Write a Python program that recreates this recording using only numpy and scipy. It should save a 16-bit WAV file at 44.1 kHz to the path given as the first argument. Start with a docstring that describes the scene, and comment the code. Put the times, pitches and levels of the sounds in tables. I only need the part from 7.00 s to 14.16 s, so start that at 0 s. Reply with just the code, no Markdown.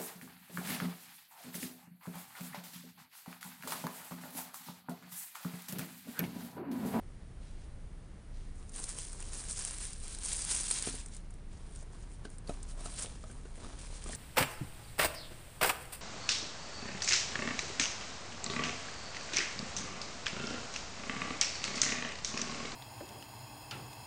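"""Wrapping sheet pulled off a boxed boot

A hand pulls a thin crisp wrapping sheet back from a boot in a cardboard box, then handles the boot.
Creases are bursts of clicks, coloured and rung by patches of sheet; loud ones are placed singly.
Knocks ring box modes; scuffs are slip trains through a moving resonance. A carpeted room hums and
rumbles softly as shaped noise and a wavering sine. A small camera microphone samples it at half rate."""
import sys
import numpy as np
from scipy import signal
from scipy.fft import rfft, irfft
from scipy.io import wavfile
from scipy.ndimage import uniform_filter1d

SR = 44100
rng = np.random.default_rng(int(sys.argv[2]) if len(sys.argv) > 2 else 0)


def master_out(mix):
    """Clip the mix to full scale and print it as 16-bit PCM to the path in sys.argv[1]."""
    frames = np.transpose(np.atleast_2d(mix))
    ceiling = np.clip(frames, -1, 1)
    pcm = np.round(ceiling * 32767).astype(np.int16)
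    wavfile.write(sys.argv[1], SR, pcm)


def elevation(decibels):
    """Turn decibel levels (scalar or array-like) into linear amplitude ratios."""
    levels = np.asarray(decibels, float)
    return 10 ** (levels / 20)


N = 315756

# tugs and brushes on the sheet:
# (start [s], hold [s], crackle level [dB], slack folds against the slack rule [dB])
TUGS = [(.43, 0.09, -93, 19.5), (.6, .05, -93, 18.5), (1.364, 0.13, -76, 8), (1.555, 0.23, -62, -13),
        (1.754, .1, -44, -2.5), (1.891, 0.041, -40, 0), (1.977, 0.049, -48, 1), (2.034, 0.35, -50, -1),
        (2.341, .04, -47, 1), (2.39, 0.099, -43, 0), (2.495, 0.069, -42, 0), (2.575, 0.098, -37.5, 0),
        (2.675, 0.25, -44, 1), (2.957, .05, -54.5, 1), (3.03, 0.34, -47.5, -1), (3.237, .04, -40, 1),
        (3.284, 0.096, -36, -1), (3.393, 0.16, -40.5, 5.5), (3.504, 0.1, -33, -0.5),
        (3.62, 0.048, -38.5, 2), (3.69, 0.034, -32.5, 1.5), (3.74, 0.13, -39.5, 7), (3.899, 0.076, -41, 4),
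        (3.995, 0.12, -62.5, -1.5), (4.139, 0.025, -58.5, 2.5), (4.33, 0.031, -76, 4),
        (4.532, .18, -67, 1.5), (4.738, 0.034, -60, 5), (4.795, 0.026, -60, -1), (4.929, .14, -64.5, 0),
        (5.101, .04, -59.5, -3), (5.25, 0.01, -73, 16), (5.3, 0.056, -62, -14), (5.487, .05, -55, 1.5),
        (5.557, 0.15, -67, 4), (5.687, 0.037, -56, 0), (5.73, 0.035, -72, -5), (5.782, 0.058, -60, 5),
        (5.848, 0.14, -50, 4), (5.958, 0.031, -50.5, 3.5), (5.988, 0.048, -41.5, 3),
        (6.05, 0.036, -53.5, 6), (6.1, 0.054, -58, 4), (6.187, 0.33, -62.5, -0.5), (6.546, .09, -61, 4),
        (6.63, .15, -60.5, 9), (6.795, .08, -55, 8.5), (6.89, .14, -57.5, 6), (7.06, .08, -54.5, 3),
        (7.116, .04, -44.5, 7)]
# single loud creases: (time [s], peak [dB], lower part against the peak [dB], pitch of lower part [Hz])
LOUD_CREASES = [(1.6927, -40, -30, 1450), (1.718, -45, -17, 1240), (1.7325, -43, -19, 1990),
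                (1.7588, -31.5, -25, 1250), (1.7976, -37, -15, 4120), (1.838, -27, -26, 4200),
                (1.8892, -27, -21, 3230), (1.9849, -27.5, -9.5, 3180), (2.0053, -33, -24, 3320),
                (2.0487, -33, -16, 3350), (2.0965, -41, -12, 2250), (2.1183, -37, -23, 1830),
                (2.1288, -33.5, -25, 1320), (2.2022, -33.5, -11, 1240), (2.2239, -32.5, -12, 2800),
                (2.3321, -35, -14, 1317), (2.3712, -39, -23, 4000), (2.437, -35, -13, 1680),
                (2.4964, -32, -23, 2906), (2.509, -24, -24, 4330), (2.59, -27, -22, 2890),
                (2.6209, -33, -24, 4770), (2.6478, -21.5, -21, 2995), (2.7073, -30, -21, 1240),
                (2.7394, -37, -13, 3080), (2.7826, -30.5, -15.5, 2300), (2.8094, -36, -14, 4200),
                (2.8262, -33, -20, 4090), (2.8512, -29, -10, 3750), (2.9304, -32.5, -23, 4120),
                (3.0354, -41, -19, 4770), (3.0577, -43, -15, 1250), (3.0782, -34, -16, 4620),
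                (3.1465, -31, -15, 4116), (3.1849, -32.5, -14, 4090), (3.237, -35.5, -17, 2980),
                (3.2869, -27, -25, 4610), (3.3296, -21, -24, 4100), (3.4185, -24.5, -19, 4840),
                (3.4476, -26, -21, 4590), (3.5109, -21.5, -14, 4340), (3.546, -22, -21, 2740),
                (3.57, -26, -24, 4400), (3.6072, -22, -27, 4660), (3.6322, -26, -24, 4340),
                (3.6823, -25, -21, 4370), (3.71, -16, -21, 4760), (3.7854, -25.5, -13, 4740),
                (3.8227, -22, -22, 4550), (4.0334, -50, -15, 2530), (4.0588, -34.5, -19, 2020),
                (4.083, -42, -23, 3750), (4.146, -37, -14, 2120), (4.1649, -37, -22, 4310),
                (4.3046, -45.5, -18, 1860), (4.338, -46.5, -19, 1460), (4.7579, -37.5, -21, 1460),
                (4.8257, -46, -13, 2070), (5.2492, -50.5, 11.5, 1520), (5.3002, -43.5, -16, 2050),
                (5.3821, -41.5, -18, 1240), (5.473, -46.5, 5.5, 4500), (5.4916, -42, -10, 1337),
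                (5.628, -34, -31, 1426), (5.7892, -53, -18, 1280), (5.8054, -38, -14, 1320),
                (5.8548, -33.5, -14, 1330), (5.9382, -37, -8, 3350), (5.9594, -43, -11, 4130),
                (5.9906, -32, -8, 3370), (6.2382, -52, 7, 1200), (6.3118, -44, -10, 2180),
                (6.555, -47, -5, 1310), (6.6433, -46, -7, 1250), (6.8694, -44, -4, 2330),
                (6.9391, -47, -10, 1340), (7.0387, -34.5, -23, 1250), (7.0878, -36, -17, 2500),
                (7.1479, -28, -24, 4800)]
# boot, laces and fingers against the box:
# (time [s], peak of low part [dB], low pitch [Hz], high pitch [Hz], high part against that peak [dB])
KNOCKS = [(3.706, -39.5, 1070, 2380, 3), (3.87, -26, 397, 3750, -20), (3.939, -37, 425, 4570, -7),
          (4.823, -44, 533, 1826, -19), (5.25, -35, 440, 1540, -2.5), (5.492, -23.5, 616, 1330, -10.5),
          (5.808, -41, 724, 1320, -7), (5.856, -35, 723, 1330, -1), (6.043, -35.5, 579, 1240, -8),
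          (6.236, -40, 726, 1250, -2), (6.297, -41.5, 321, 1540, -7), (6.452, -40, 453, 1440, -7.5),
          (6.576, -41.5, 510, 2026, -11), (6.599, -47, 492, 2140, -6), (6.643, -39, 495, 1230, -1),
          (6.663, -41, 356, 1280, -7), (7.058, -36, 412, 1227, -3.5), (7.092, -35, 630, 3400, -9),
          (7.129, -41, 479, 1805, 4)]
# leather and card rubbing: (start [s], hold [s], level [dB], pitch of the hollow [Hz])
STROKES = [(1.558, 0.15, -65, 405.3), (1.789, .11, -58.5, 461.6), (1.931, 0.23, -62, 508.5),
           (2.144, .38, -58, 469.7), (2.66, 0.25, -63.5, 599.2), (3.04, 0.2, -60.5, 419.4),
           (3.3, 0.47, -63.5, 684.4), (3.769, 0.16, -60.5, 449.4), (4.0, 0.097, -65, 370),
           (4.508, 0.56, -63.5, 390), (5.197, .26, -65.5, 421.5), (5.492, 0.059, -54, 508.2),
           (5.581, 0.12, -59.5, 389.6), (5.776, .2, -55, 650), (5.997, 0.054, -53, 582.4),
           (6.12, 0.45, -62.5, 400.8), (6.62, 0.24, -55.5, 523.1), (6.9, 0.16, -58.5, 490.5),
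           (7.082, 0.1, -56.5, 517.8)]
# box modes: (frequency [Hz], level [dB], t60 [s])
BOX_MODES = [(70.4, -7, 0.19), (200, -54, 0.036), (255.3, 1.5, 0.37), (330, 2, 0.062), (375, -3.5, 0.084),
             (457, 0, 0.06), (534, 0, 0.02), (623, 1.5, 0.042), (687, 3, 0.069), (845, -10, 0.029),
             (1010, -7, 0.039), (1330, 8, .03), (1530, -26, .04), (2300, -15, 0.0252), (2840, -15, .025),
             (4350, -12, .025)]
# partials of a hard edge: (multiple of its pitch [1], gain [1])
EDGE_PARTIALS = [(1, 1), (1.9, 0.25), (2.9, 0.22)]
# pitches of the patches of sheet between creases: [Hz]
PATCH_HZ = [1460, 2500, 3050, 4860, 6300, 6830, 8880, 9440]
# colour of crisp creases: (frequency [Hz], gain [dB])
CRISP_COLOUR = [(1500, -12.5), (3000, -18), (4500, -8), (6500, -5), (8600, 1.5), (9900, 0), (11000, -4.5)]
# colour of slack folds and cracking surfaces: (frequency [Hz], gain [dB])
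SLACK_COLOUR = [(250, -8), (500, -15), (1100, -5), (2300, -1), (4000, 1.5), (7000, -3)]
# colour of leather on card: (frequency [Hz], gain [dB])
RUB_COLOUR = [(120, -14.5), (230, 4.5), (450, -4.5), (700, -2.5), (1200, -2.5), (2500, -17.5)]
# colour of room rumble and microphone hiss: (frequency [Hz], gain [dB])
ROOM_COLOUR = [(10, -27.5), (20, 0), (30, -9.5), (40, -14), (55, -6.5), (80, -13), (180, -19.5),
               (240, -25.5), (470, -32), (950, -39), (2270, -43.5), (2500, -46.5), (7300, -52.5),
               (9840, -46.5), (12000, -60)]

CREASES_PER_S, SIZE_SPREAD_DB = 2500., 4.5
SLACK_DB, SLACK_SLOPE = -54.5, 0.61  # slack rule: level at -45 dB crackle; dB per dB of crackle
SLACK_SMOOTH_S = .04
TUG_RISE_DB_PER_S, TUG_FALL_DB_PER_S = 700, 303
STROKE_RISE_DB_PER_S, STROKE_FALL_DB_PER_S = 300.5, 120
HOLD_SAG_DB = 2.5
SNAP_HZ, SNAP_SPREAD_HZ, SNAP_T60_S = 8850, 450, 0.023
SNAP_RISE_S, SNAP_LEAD_S = .003, .001
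CONTACT_MS, LANDING_S = 0.61, 0.00297
EDGE_T60_S, CRACK_T60_S, CRACK_DB = 0.02, 0.034, -8.5
TAIL_T60_S, TAIL_DB = 0.058, -14.5
ROOM_DB, HUM_DB, HUM_HZ = -48., -48, 29.9
HUM_WANDER_PER_S = 14
TOP_HZ = 9977


def sheet():
    """Creases buckle in bursts; ticks are broad or ring a patch; slack folds sound duller."""
    power = gestures(TUGS, TUG_RISE_DB_PER_S, TUG_FALL_DB_PER_S)
    total = power.sum(axis=0)
    crisp_db = every_sample(10 * np.log10(total))
    loose_db = every_sample(np.transpose(TUGS)[3] @ power / total)
    slack_db = SLACK_DB + SLACK_SLOPE * (crisp_db + 45) + loose_db
    slack_db = uniform_filter1d(slack_db, size=int(SLACK_SMOOTH_S * SR))  # big folds move sluggishly
    bursts = elevation(3.5 * walk(60) + 3. * walk(25))
    broad = clicks(CREASES_PER_S, SIZE_SPREAD_DB, bursts)
    # each patch has its own slow share of the movement
    patches = sum(elevation(5.0 * walk(22)) * ring(clicks(400, 3.7, bursts), hz, 1350.0) for hz in PATCH_HZ)
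    crisp = unit(broad) + 0.81 * unit(patches)
    slack = unit(clicks(1500, 4.2, bursts)) + 0.69 * crisp
    slide = rng.standard_normal(N)  # sheet sliding over itself
    crisp_out = unit(colour(crisp + 0.65 * slide, CRISP_COLOUR)) * elevation(crisp_db)
    slack_out = unit(colour(slack + 0.42 * slide, SLACK_COLOUR)) * elevation(slack_db)
    return crisp_out + slack_out


def snaps():
    """Loud creases tear along in ragged ticks, favour a patch pitch and ring a larger fold."""
    t = np.arange(SR // 20) / SR
    count = len(LOUD_CREASES)
    noise = rng.standard_normal((count, len(t)))
    rise = np.minimum(t / SNAP_RISE_S, 1) ** 2
    ragged = elevation(0.65 * np.repeat(rng.standard_normal((count, len(t) // 21)), 21, axis=1))
    patch_hz = SNAP_HZ + SNAP_SPREAD_HZ * rng.standard_normal(count)
    out = np.zeros(N + len(t))
    for (s, db, body_db, body_hz), top_hz, grit in zip(LOUD_CREASES, patch_hz, noise * ragged):
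        burst = grit * rise * elevation(-60 * t / SNAP_T60_S)
        burst[int(SNAP_RISE_S * SR)] += 3.3 * np.sign(grit[0])  # the fold gives way in one tick
        top = colour(burst + 0.76 * ring(burst, top_hz, 1500.), CRISP_COLOUR)
        body = 0.25 * colour(burst, SLACK_COLOUR) + 7.4 * ring(burst, body_hz, 350.)
        snap = top / envelope_top(top) + elevation(body_db) * body / np.abs(body).max()
        i = int((s - SNAP_LEAD_S) * SR)
        out[i:i + len(t)] += elevation(db) * snap
    return out[:N]


def knocks():
    """Half-sine pushes of a blow ring box modes near one pitch; a hard edge rings, surfaces crack."""
    hz, mode_db, t60 = np.transpose(BOX_MODES)[:, :, None]
    t = np.arange(SR // 4) / SR
    chance = rng.standard_normal((len(KNOCKS), 2, len(BOX_MODES), 1))
    settling = rng.random((len(KNOCKS), 2, 5))
    cracks = rng.standard_normal((len(KNOCKS), len(t))) * elevation(-60 * t / CRACK_T60_S)
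    push = np.sin(np.pi * np.clip(t[:300] * 1000 / CONTACT_MS, 0, 1))
    out = np.zeros(N + len(t))
    for row, (detune, share), (lag, size), grit in zip(KNOCKS, chance, settling, cracks):
        s, db, spot_hz, edge_hz, edge_db = row
        spot_db = 12.8 * np.exp(-(np.log2(hz / spot_hz) / 0.47) ** 2)
        mode_gain = elevation(mode_db + spot_db + 2.0 * share - 60 * t / t60)
        modes = mode_gain * np.sin(2 * np.pi * hz * (1 + 0.046 * detune) * t)
        # first touch, landing and small settling contacts
        train = np.zeros(SR // 20)
        train[((.006 + .03 * lag) * SR).astype(int) % len(train)] = 0.38 * (size - .5)
        train[0] = -0.22
        train[int(LANDING_S * SR)] = 1
        body = np.convolve(np.convolve(modes.sum(axis=0), push), train)[:len(t)]
        partials = sum(gain * np.sin(2 * np.pi * k * edge_hz * t) for k, gain in EDGE_PARTIALS)
        edge = np.convolve(elevation(-60 * t / EDGE_T60_S) * partials, train)[:len(t)]
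        crack = np.convolve(colour(grit, SLACK_COLOUR), train)[:len(t)]
        high = edge / np.abs(edge).max() + elevation(CRACK_DB) * crack
        i = int(s * SR)
        out[i:i + len(t)] += elevation(db) * (body / np.abs(body).max() + elevation(edge_db) * high)
    return out[:N]


def scuff():
    """Leather drags on card in small slips, heard through the box and a moving hollow under the hand."""
    power = gestures(STROKES, STROKE_RISE_DB_PER_S, STROKE_FALL_DB_PER_S)
    total = power.sum(axis=0)
    hollow_hz = every_sample(np.transpose(STROKES)[3] @ power / total)
    slips = unit(clicks(500, 4.4, elevation(4 * walk(25)))) + .5 * rng.standard_normal(N)
    # a low-passed slip train carried on the hollow's pitch is a resonance that moves
    carrier = np.sin(2 * np.pi * np.cumsum(hollow_hz) / SR)
    hollow = uniform_filter1d(slips, size=SR // 200) * carrier
    rub = unit(colour(slips, RUB_COLOUR)) + 0.51 * unit(hollow)
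    return unit(rub) * every_sample(np.sqrt(total))


def tail(x):
    """Box walls and room return a short dense echo: decaying noise convolved with the sound."""
    t = np.arange(SR // 2) / SR
    echo = rng.standard_normal(len(t)) * elevation(-60 * t / TAIL_T60_S) * (t > .001)
    echo = echo / np.sqrt(np.sum(echo ** 2))
    return x + elevation(TAIL_DB) * signal.fftconvolve(x, echo)[:N]


def room():
    """Smooth rumble and microphone hiss as coloured noise, with a low sine hum wavering in pitch and level."""
    noise = colour(rng.standard_normal(N + SR), ROOM_COLOUR)[SR:]  # filter onset dropped
    floor = unit(noise) * elevation(ROOM_DB)
    t = np.arange(N) / SR
    wobble_cycles = np.cumsum(walk(HUM_WANDER_PER_S)) * 3.99 / SR
    hum_gain = np.sqrt(2) * elevation(HUM_DB + 1.5 * walk(6))
    return floor + hum_gain * np.sin(2 * np.pi * (HUM_HZ * t + wobble_cycles))


def gestures(rows, rise_db_per_s, fall_db_per_s):
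    """Power of each gesture every 32 samples: builds up to its start, sags while held, dies away."""
    start, hold, db = np.transpose(rows)[:3, :, None]
    since = np.arange(0, N, 32) / SR - start
    sag_db = HOLD_SAG_DB * np.clip(since / hold, 0, 1)
    fall_db = fall_db_per_s * np.maximum(since - hold, 0)
    rise_db = rise_db_per_s * np.maximum(-since, 0)
    return elevation(db - sag_db - fall_db - rise_db) ** 2 + 1e-14


def every_sample(control):
    """Interpolate a control given every 32 samples."""
    return np.interp(np.arange(N), np.arange(0, N, 32), control)


def clicks(per_s, spread_db, bursts):
    """Random clicks, mostly small and a few large, that crowd together in bursts."""
    hit = rng.random(N) < per_s * bursts / np.mean(bursts) / SR
    sign = rng.choice([-1., 1.], N)
    return hit * sign * elevation(spread_db * np.minimum(rng.exponential(size=N), 3.5))


def walk(rate_per_s):
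    """Random levels held 1 / rate_per_s and slewed twice; spread near 1."""
    k = int(SR / rate_per_s)
    held = np.repeat(rng.standard_normal(N // k + 1), k)
    return 1.3 * uniform_filter1d(uniform_filter1d(held, k), k)[:N]


def ring(x, hz, width_hz):
    """Two-pole resonance with gain 1 at its centre."""
    return signal.lfilter(*signal.iirpeak(min(hz, 11000), hz / width_hz, fs=SR), x)


def colour(x, table):
    """Causal filter of (frequency [Hz], gain [dB]) points, from the folded cepstrum of the log gain."""
    hz, db = np.transpose(table)
    size = 2 ** 14
    grid_hz = np.maximum(np.arange(size // 2 + 1) * SR / size, 1)
    log_gain = np.interp(np.log(grid_hz), np.log(hz), db) * np.log(10) / 20
    ceps = irfft(log_gain)
    ceps[1:size // 2] *= 2
    ceps[size // 2 + 1:] = 0
    return signal.fftconvolve(x, irfft(np.exp(rfft(ceps))))[:len(x)]


def envelope_top(x):
    """Highest point of the envelope, averaged over half a ms."""
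    return uniform_filter1d(np.abs(signal.hilbert(x)), size=SR // 2000).max()


def unit(x):
    """Scale to rms 1."""
    return x / np.sqrt(np.mean(x ** 2))


def scene():
    """All sources, one channel; the room stays outside the echo."""
    return (tail(sheet() + snaps() + knocks() + scuff()) + room())[None]


def top_cut(x):
    """Nothing passes above the cut-off."""
    return signal.sosfilt(signal.butter(12, 12705, fs=SR, output="sos"), x)


def record(dry):
    """Half-rate sampling cuts the top steeply; raising the rate leaves a faint mirror of the edge."""
    low_pass = signal.ellip(10, .3, 75, min(TOP_HZ, 11000), fs=SR, output="sos")
    x = signal.sosfilt(low_pass, dry)
    slope = signal.butter(12, 12000., fs=SR, output="sos")
    mirror = x * (-1.) ** np.arange(N)  # spectrum flipped about SR / 4
    mirror = signal.sosfilt(slope, signal.sosfilt(slope, mirror))
    return top_cut(x + elevation(-19) * mirror)


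dry = scene()
out = record(dry)
master_out(out)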